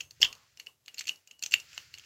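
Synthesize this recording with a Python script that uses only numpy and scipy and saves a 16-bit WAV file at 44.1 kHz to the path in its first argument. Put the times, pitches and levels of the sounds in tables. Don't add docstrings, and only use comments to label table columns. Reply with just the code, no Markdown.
import sys
import numpy as np
from scipy import signal
from scipy.fft import rfft, irfft
from scipy.io import wavfile
from scipy.ndimage import uniform_filter1d

SR = 44100
rng = np.random.default_rng(int(sys.argv[2]) if len(sys.argv) > 2 else 0)


def boost_factor(decibels):
    exponent = np.asarray(decibels, float) / 20
    return 10 ** exponent


def materialize(psi):
    bounded = np.clip(np.atleast_2d(psi).T, -1, 1)
    quanta = np.round(bounded * 32767).astype(np.int16)
    wavfile.write(sys.argv[1], SR, quanta)


N = 90404


def rms_one(x):
    return x / np.sqrt(np.mean(x ** 2) + 1e-20)


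def smooth(x, size):
    return uniform_filter1d(uniform_filter1d(x, size=size), size=size)


def ring(force, hz, t60):
    r = boost_factor(-60 / (max(t60, 0.002) * SR))
    w = 2 * np.pi * hz / SR
    return signal.lfilter([0, np.sin(w)], [1, -2 * r * np.cos(w), r * r], force + 1e-18)


def coloured(points, flicker_db):
    hz, db = np.transpose(points)
    bins_hz = np.arange(N // 2 + 1) * SR / N
    shape = boost_factor(np.interp(np.log(bins_hz + 1), np.log(hz), db))
    flicker = rms_one(smooth(rng.standard_normal(N), 90))
    grains = rng.standard_normal(N) * boost_factor(flicker_db * flicker)
    return rms_one(irfft(rfft(grains) * shape, N))


def follow(points):
    s, db = np.transpose(points)
    return np.interp(np.arange(N) / SR, s, db)


def add(out, s, x):
    i = int(s * SR)
    out[i:i + len(x)] += x[:len(out) - i]


def pick_slide():
    # (time [s], level [dB])
    slide_level = [(0, -69), (.09, -90), (.16, -67.5), (0.362, -63.5), (.55, -71.5), (0.702, -77),
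                   (.76, -96.5), (.85, -82), (.95, -64.5), (1.16, -74), (1.21, -74), (1.381, -81),
                   (1.5, -66), (1.65, -60.5), (1.76, -53), (1.92, -63), (2.05, -58.5)]
    # (frequency [Hz], density [dB per Hz])
    slide_colour = [(700, -36.5), (1400, -5), (2900, -4), (3800, -7.5), (4500, -3), (7400, -8.5),
                    (8800, -33), (16000, -21.5)]
    trim_db, grain_db = -1, -0.5
    return boost_factor(follow(slide_level) + trim_db) * coloured(slide_colour, grain_db)


def table_rumble():
    # (time [s], level [dB])
    grip_level = [(0.0, -72), (0.03, -65.5), (0.16, -72.5), (0.25, -54.5), (0.29, -66), (0.39, -74),
                  (0.93, -84), (1.08, -75), (1.25, -92), (1.57, -65.5), (1.59, -71), (2.05, -71.5)]
    # (frequency [Hz], density [dB per Hz])
    rumble_colour = [(25, -30), (55, -12), (90, 0), (150, -6), (190, -22), (300, -45), (600, -70)]
    trim_db = -0.8
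    return boost_factor(follow(grip_level) + trim_db) * coloured(rumble_colour, flicker_db=0.5)


def gate_db(x):
    shut_db, slope, release_db_per_s = -70, 0.5, 301.5
    level = 10 * np.log10(uniform_filter1d(x ** 2, size=600) + 1e-12)
    ramp = release_db_per_s * np.arange(N) / SR
    held = np.maximum.accumulate(level + ramp) - ramp
    return slope * uniform_filter1d(np.clip(held - shut_db, 0, 40), size=400)


def room_floor(action):
    # (frequency [Hz], density [dB per Hz])
    floor_colour = [(60, -40), (200, -26), (500, -26), (1500, -32), (7500, -30), (9000, -34), (16000, -34)]
    floor_db = -76.5
    return boost_factor(floor_db + gate_db(action)) * coloured(floor_colour, flicker_db=1.0)


def contacts():
    # (time [s], body peak [dB], pin peak [dB], pin pitch [Hz], chatter
    # length [ms])
    contact_events = [(0.005, -27.5, -35, 5900, 0.84), (0.0072, -33, -28, 5340, 2.3),
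                      (0.108, -51.5, -35.5, 5530, 1.7), (0.203, -50.5, -43, 6400, 5.2),
                      (0.213, -21, -21, 5230, 5.9), (0.2196, -21.5, -22, 5600, 3.1),
                      (0.229, -13.5, -11, 4900, 0.65), (0.244, -22.5, -23, 5050, 5.5),
                      (0.3262, -33.5, -32.5, 5740, 3.2), (0.351, -56.5, -45.5, 6080, 1.2),
                      (0.5724, -48, -41, 5770, 1), (0.598, -31.5, -34, 5220, 1.94),
                      (0.662, -48.5, -44, 5620, 2.3), (0.6677, -39.5, -39.5, 4390, 1.66),
                      (0.86, -50.5, -45.5, 6720, 0.85), (0.881, -29.5, -33.5, 4700, 0.55),
                      (0.9418, -43, -36.5, 7000, 3.8),
                      (0.975, -41, -44.5, 5040, 0.4), (0.98, -33.5, -27.5, 5070, 4.1),
              (0.991, -28.5, -27, 5730, 0.52), (0.9944, -39, -24, 6240, 0.45),
              (1.009, -25.5, -27.5, 5500, 0.39), (1.04, -42, -43, 6800, 1.1),
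              (1.053, -41.5, -43, 6540, 2.8), (1.069, -32.5, -28, 5950, 4.6),
              (1.0798, -23, -26, 5650, 0.36), (1.088, -37, -23, 6060, 1.4),
              (1.0922, -21.5, -27, 6000, 1.44), (1.158, -64, -46.5, 5440, 1.4),
              (1.2724, -48, -41.5, 5520, 4), (1.3097, -41.5, -43, 6760, 3), (1.392, -53.5, -42, 6670, 1.6),
              (1.4239, -29, -22.5, 6440, 2.8),
                      (1.4352, -26.5, -20, 6600, 3.26), (1.4608, -28, -23, 6040, 0.91),
                 (1.51, -41, -34, 7300, 3), (1.518, -26, -28, 5430, 5.7), (1.528, -29.5, -26, 4760, 4.5),
                 (1.536, -23, -19.5, 4540, 1.9), (1.5391, -6.5, -18.5, 6800, 1.04),
                 (1.558, -51, -41, 5700, 2.5), (1.5976, -42, -36.5, 6360, 4.4),
                 (1.7305, -40.5, -47, 6300, 0.93), (1.7772, -25.5, -30, 4670, 1.32),
                 (1.9393, -32, -33.5, 5100, 2), (1.9468, -63, -40, 4380, 3.1), (1.976, -40, -55, 5100, 1.1),
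                 (1.982, -41.5, -39.5, 7600, 2.9), (1.995, -39.5, -45, 6200, 1.77),
                 (2.037, -49, -75, 5600, 2.1)]
    # (frequency [Hz], level [dB])
    body_modes = [(1300, -43.5), (1850, -32), (2160, -23), (2780, 27.5), (2950, -0.5), (3150, 14),
                  (3450, -14.5)]
    # (frequency [Hz], level [dB])
    pin_modes = [(4390, 7), (4750, 1), (5200, 0), (5800, 1.5), (6400, 3.5), (6850, 3), (7410, 4)]
    # (frequency [Hz], level [dB])
    tip_modes = [(9600, -12), (10800, -19.5), (11800, 9.5), (12600, -9.5), (13600, 9.5), (14700, 6.5),
                 (15600, -9)]
    mode_t60_s = (.007, .006, .002)
    tip_db, pin_spread_oct, mode_chance_db = -15.5, 0.53, 2.5
    width_share = 0.31
    approach_db, approach_ms = -24, 3.6
    settle_db, settle_ms, settle_grain_db = -18, 7.3, 2.5
    low_cut_hz, pin_low_cut_hz, shell_top_hz = 1668, 2300, 7800

    out = np.zeros(N)
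    rows = contact_events
    t_ms = np.arange(2600) * 1000 / SR - 4.5
    shell = signal.butter(4, shell_top_hz, fs=SR, output="sos")
    thin = signal.butter(2, pin_low_cut_hz, "high", fs=SR, output="sos")
    for s, body_db, pin_db, pin_hz, ms in rows:
        grit = rng.standard_normal((4, len(t_ms)))
        luck = rng.standard_normal((3, 7))
        a = np.maximum(t_ms, 0) / (width_share * ms)
        lumps = boost_factor(settle_grain_db * rms_one(smooth(grit[3], 50)))
        approach = boost_factor(approach_db) * np.exp(-np.abs(t_ms) / approach_ms)
        settle = boost_factor(settle_db) * (1 - np.exp(-a)) * np.exp(-t_ms / settle_ms)
        swell = 2.01 * (1 - np.exp(-(a / 1.14) ** 4)) * np.exp(-a / 2.1)
        chatter = swell + lumps * (approach + settle)
        parts = [(body_modes, body_db), (pin_modes, pin_db), (tip_modes, pin_db + tip_db)]
        for k, (modes, peak_db) in enumerate(parts):
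            y = np.zeros(len(t_ms))
            for j, (hz, mode_db) in enumerate(modes):
                level = mode_db + mode_chance_db * luck[k, j]
                if k == 1:
                    level -= 6 * (np.log2(hz / pin_hz) / pin_spread_oct) ** 2
                tone = ring(chatter * grit[k], hz, mode_t60_s[k] * np.sqrt(ms))
                y += (-1) ** j * boost_factor(level) * tone
            if k != 2:
                y = signal.sosfilt(shell, y)
            if k != 0:
                y = signal.sosfilt(thin, y)
            add(out, max(s + t_ms[0] / 1000, 0), boost_factor(peak_db) * y / np.abs(y).max())
    return signal.sosfilt(signal.butter(4, low_cut_hz, "high", fs=SR, output="sos"), out)


def room(x):
    room_db, room_t60_s, wall_cut_hz = -13.5, 0.16, 16000
    t = np.arange(SR // 3) / SR
    tail = rng.standard_normal(len(t)) * boost_factor(-60 * t / room_t60_s) * np.clip(t / 0.0019, 0, 1)
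    tail = signal.lfilter([1], [1, -np.exp(-2 * np.pi * wall_cut_hz / SR)], tail)
    return boost_factor(room_db) * signal.fftconvolve(x, tail / np.sqrt(np.sum(tail ** 2)))[:N]


def snaps():
    # (time [s], frequency [Hz], level [dB], half width [ms])
    snap_events = [(.008, 2930, -26.5, 0.71), (0.2219, 5200, -15, 1.22), (0.2299, 3123, -1, 0.78),
                   (.2298, 1980, -20.5, 1.04), (0.2395, 3170, -20, 1.1), (0.2464, 3400, -19, 0.82),
                   (.251, 2900, -21, 1.1), (0.256, 3130, -21.5, 1.3), (0.8811, 2570, -35, 0.32),
                   (.598, 11420, -48.5, 1), (0.9697, 6500, -49, 0.67), (1.1094, 2900, -41, 2.6),
                   (1.1189, 2880, -42, 1.8), (1.561, 2780, -46, 2.1), (1.564, 2840, -47, 0.92),
                   (1.748, 7370, -45, 2.1), (1.7782, 2277, -25, 0.19), (0.6707, 2860, -33.5, 1.4),
                   (1.540, 2820, -10.5, 0.25)]
    out = np.zeros(N)
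    t = np.arange(-350, 350) / SR
    for s, hz, db, ms in snap_events:
        swell = np.exp(-(1000 * t / ms) ** 2)
        add(out, s + t[0], boost_factor(db) * swell * np.sin(2 * np.pi * hz * t))
    return out


def free_rings():
    # (time [s], frequency [Hz], level [dB], t60 [s], stopped after [s])
    ring_events = [(.02, 6360, -62.5, 0.58, 0.14), (0.232, 2855, -34, 0.1, .2),
                   (0.231, 3090, -26, 0.11, .2), (0.574, 2830, -54, 0.047, .03),
                   (.598, 2795, -46, 0.07, 0.03), (0.671, 2910, -55, 0.093, 0.16),
                   (.688, 1084, -64.5, 0.17, 0.019), (0.881, 2828, -49, 0.12, 0.03),
                   (1.1, 2912, -43, 0.2, .095), (1.0926, 2880, -19, 0.022, 0.04),
                   (1.093, 11700, -50, 0.1, .035), (1.314, 2915, -62, 0.5, 0.09),
                   (1.392, 2900, -58, .1, .03), (1.542, 7413, -22, 0.021, .03),
                   (1.539, 11880, -33, 0.039, 0.037), (1.542, 2775, -34, 0.086, .08),
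                   (1.276, 2900, -62, .4, .03), (1.94, 2930, -52, 0.12, 0.05)]
    flutter_db, wander_hz = 4.5, 22
    out = np.zeros(N)
    t = np.arange(SR // 4) / SR
    for s, hz, db, t60, stop in ring_events:
        rocking = smooth(rng.standard_normal(len(t)), 130)
        edges = np.clip(np.minimum(t / 0.0007, (stop - t) / 0.003), 0, 1)
        flutter = flutter_db * np.tanh(rms_one(rocking)) * np.minimum(t / 0.01004, 1)
        pitch = hz + wander_hz * rms_one(rocking[::-1])
        tone = np.sin(2 * np.pi * np.cumsum(pitch) / SR)
        add(out, s, boost_factor(db - 60 * t / t60 + flutter) * edges * tone)
    return out


def palm_knocks():
    # (time [s], frequency [Hz], level [dB], t60 [s])
    knock_events = [
        (0.2, 425, -51.5, 0.21),
        (.212, 800, -51.5, 0.21),
        (.235, 1100, -52.5, 0.57),
        (0.24, 90, -56.5, 0.18),
        (1.1, 120, -67, 0.11),
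    ]
    out = np.zeros(N)
    t = np.arange(SR // 4) / SR
    for s, hz, db, t60 in knock_events:
        hum = rms_one(ring(rng.standard_normal(len(t)), hz, 9.9 / hz))
        add(out, s, boost_factor(db - 60 * t / t60) * (1 - np.exp(-t * hz)) * hum)
    return out


def grinds():
    # (time [s], level [dB], t60 [s])
    grind_events = [
        (.231, -33, .14),
        (1.094, -51, .17),
        (1.01, -52, .08),
        (.6, -63, .2),
        (1.541, -48, .12),
    ]
    # (frequency [Hz], density [dB per Hz])
    grind_colour = [(500, -29), (1100, -7.5), (2000, -2.5), (3100, -1.5), (3800, -8), (5200, -3.5),
                    (7400, -8), (8600, -32)]
    t = np.arange(N) / SR
    level = np.zeros(N)
    for s, db, t60 in grind_events:
        level += boost_factor(db - 60 * np.maximum(t - s, 0) / t60) * (t > s)
    return level * coloured(grind_colour, flicker_db=3.0)


def scene():
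    lock = contacts() + snaps()
    action = lock + room(lock) + free_rings() + palm_knocks() + pick_slide() + grinds()
    return (action + room_floor(action) + table_rumble())[None]


def low_pass(x):
    return signal.sosfilt(signal.butter(12, 16650, fs=SR, output="sos"), x)


def record(dry):
    top_cut = signal.cheby2(12, 70, 17000, fs=SR, output="sos")
    mix = signal.sosfilt(top_cut, dry)
    return low_pass(mix)


dry = scene()
out = record(dry)
materialize(out)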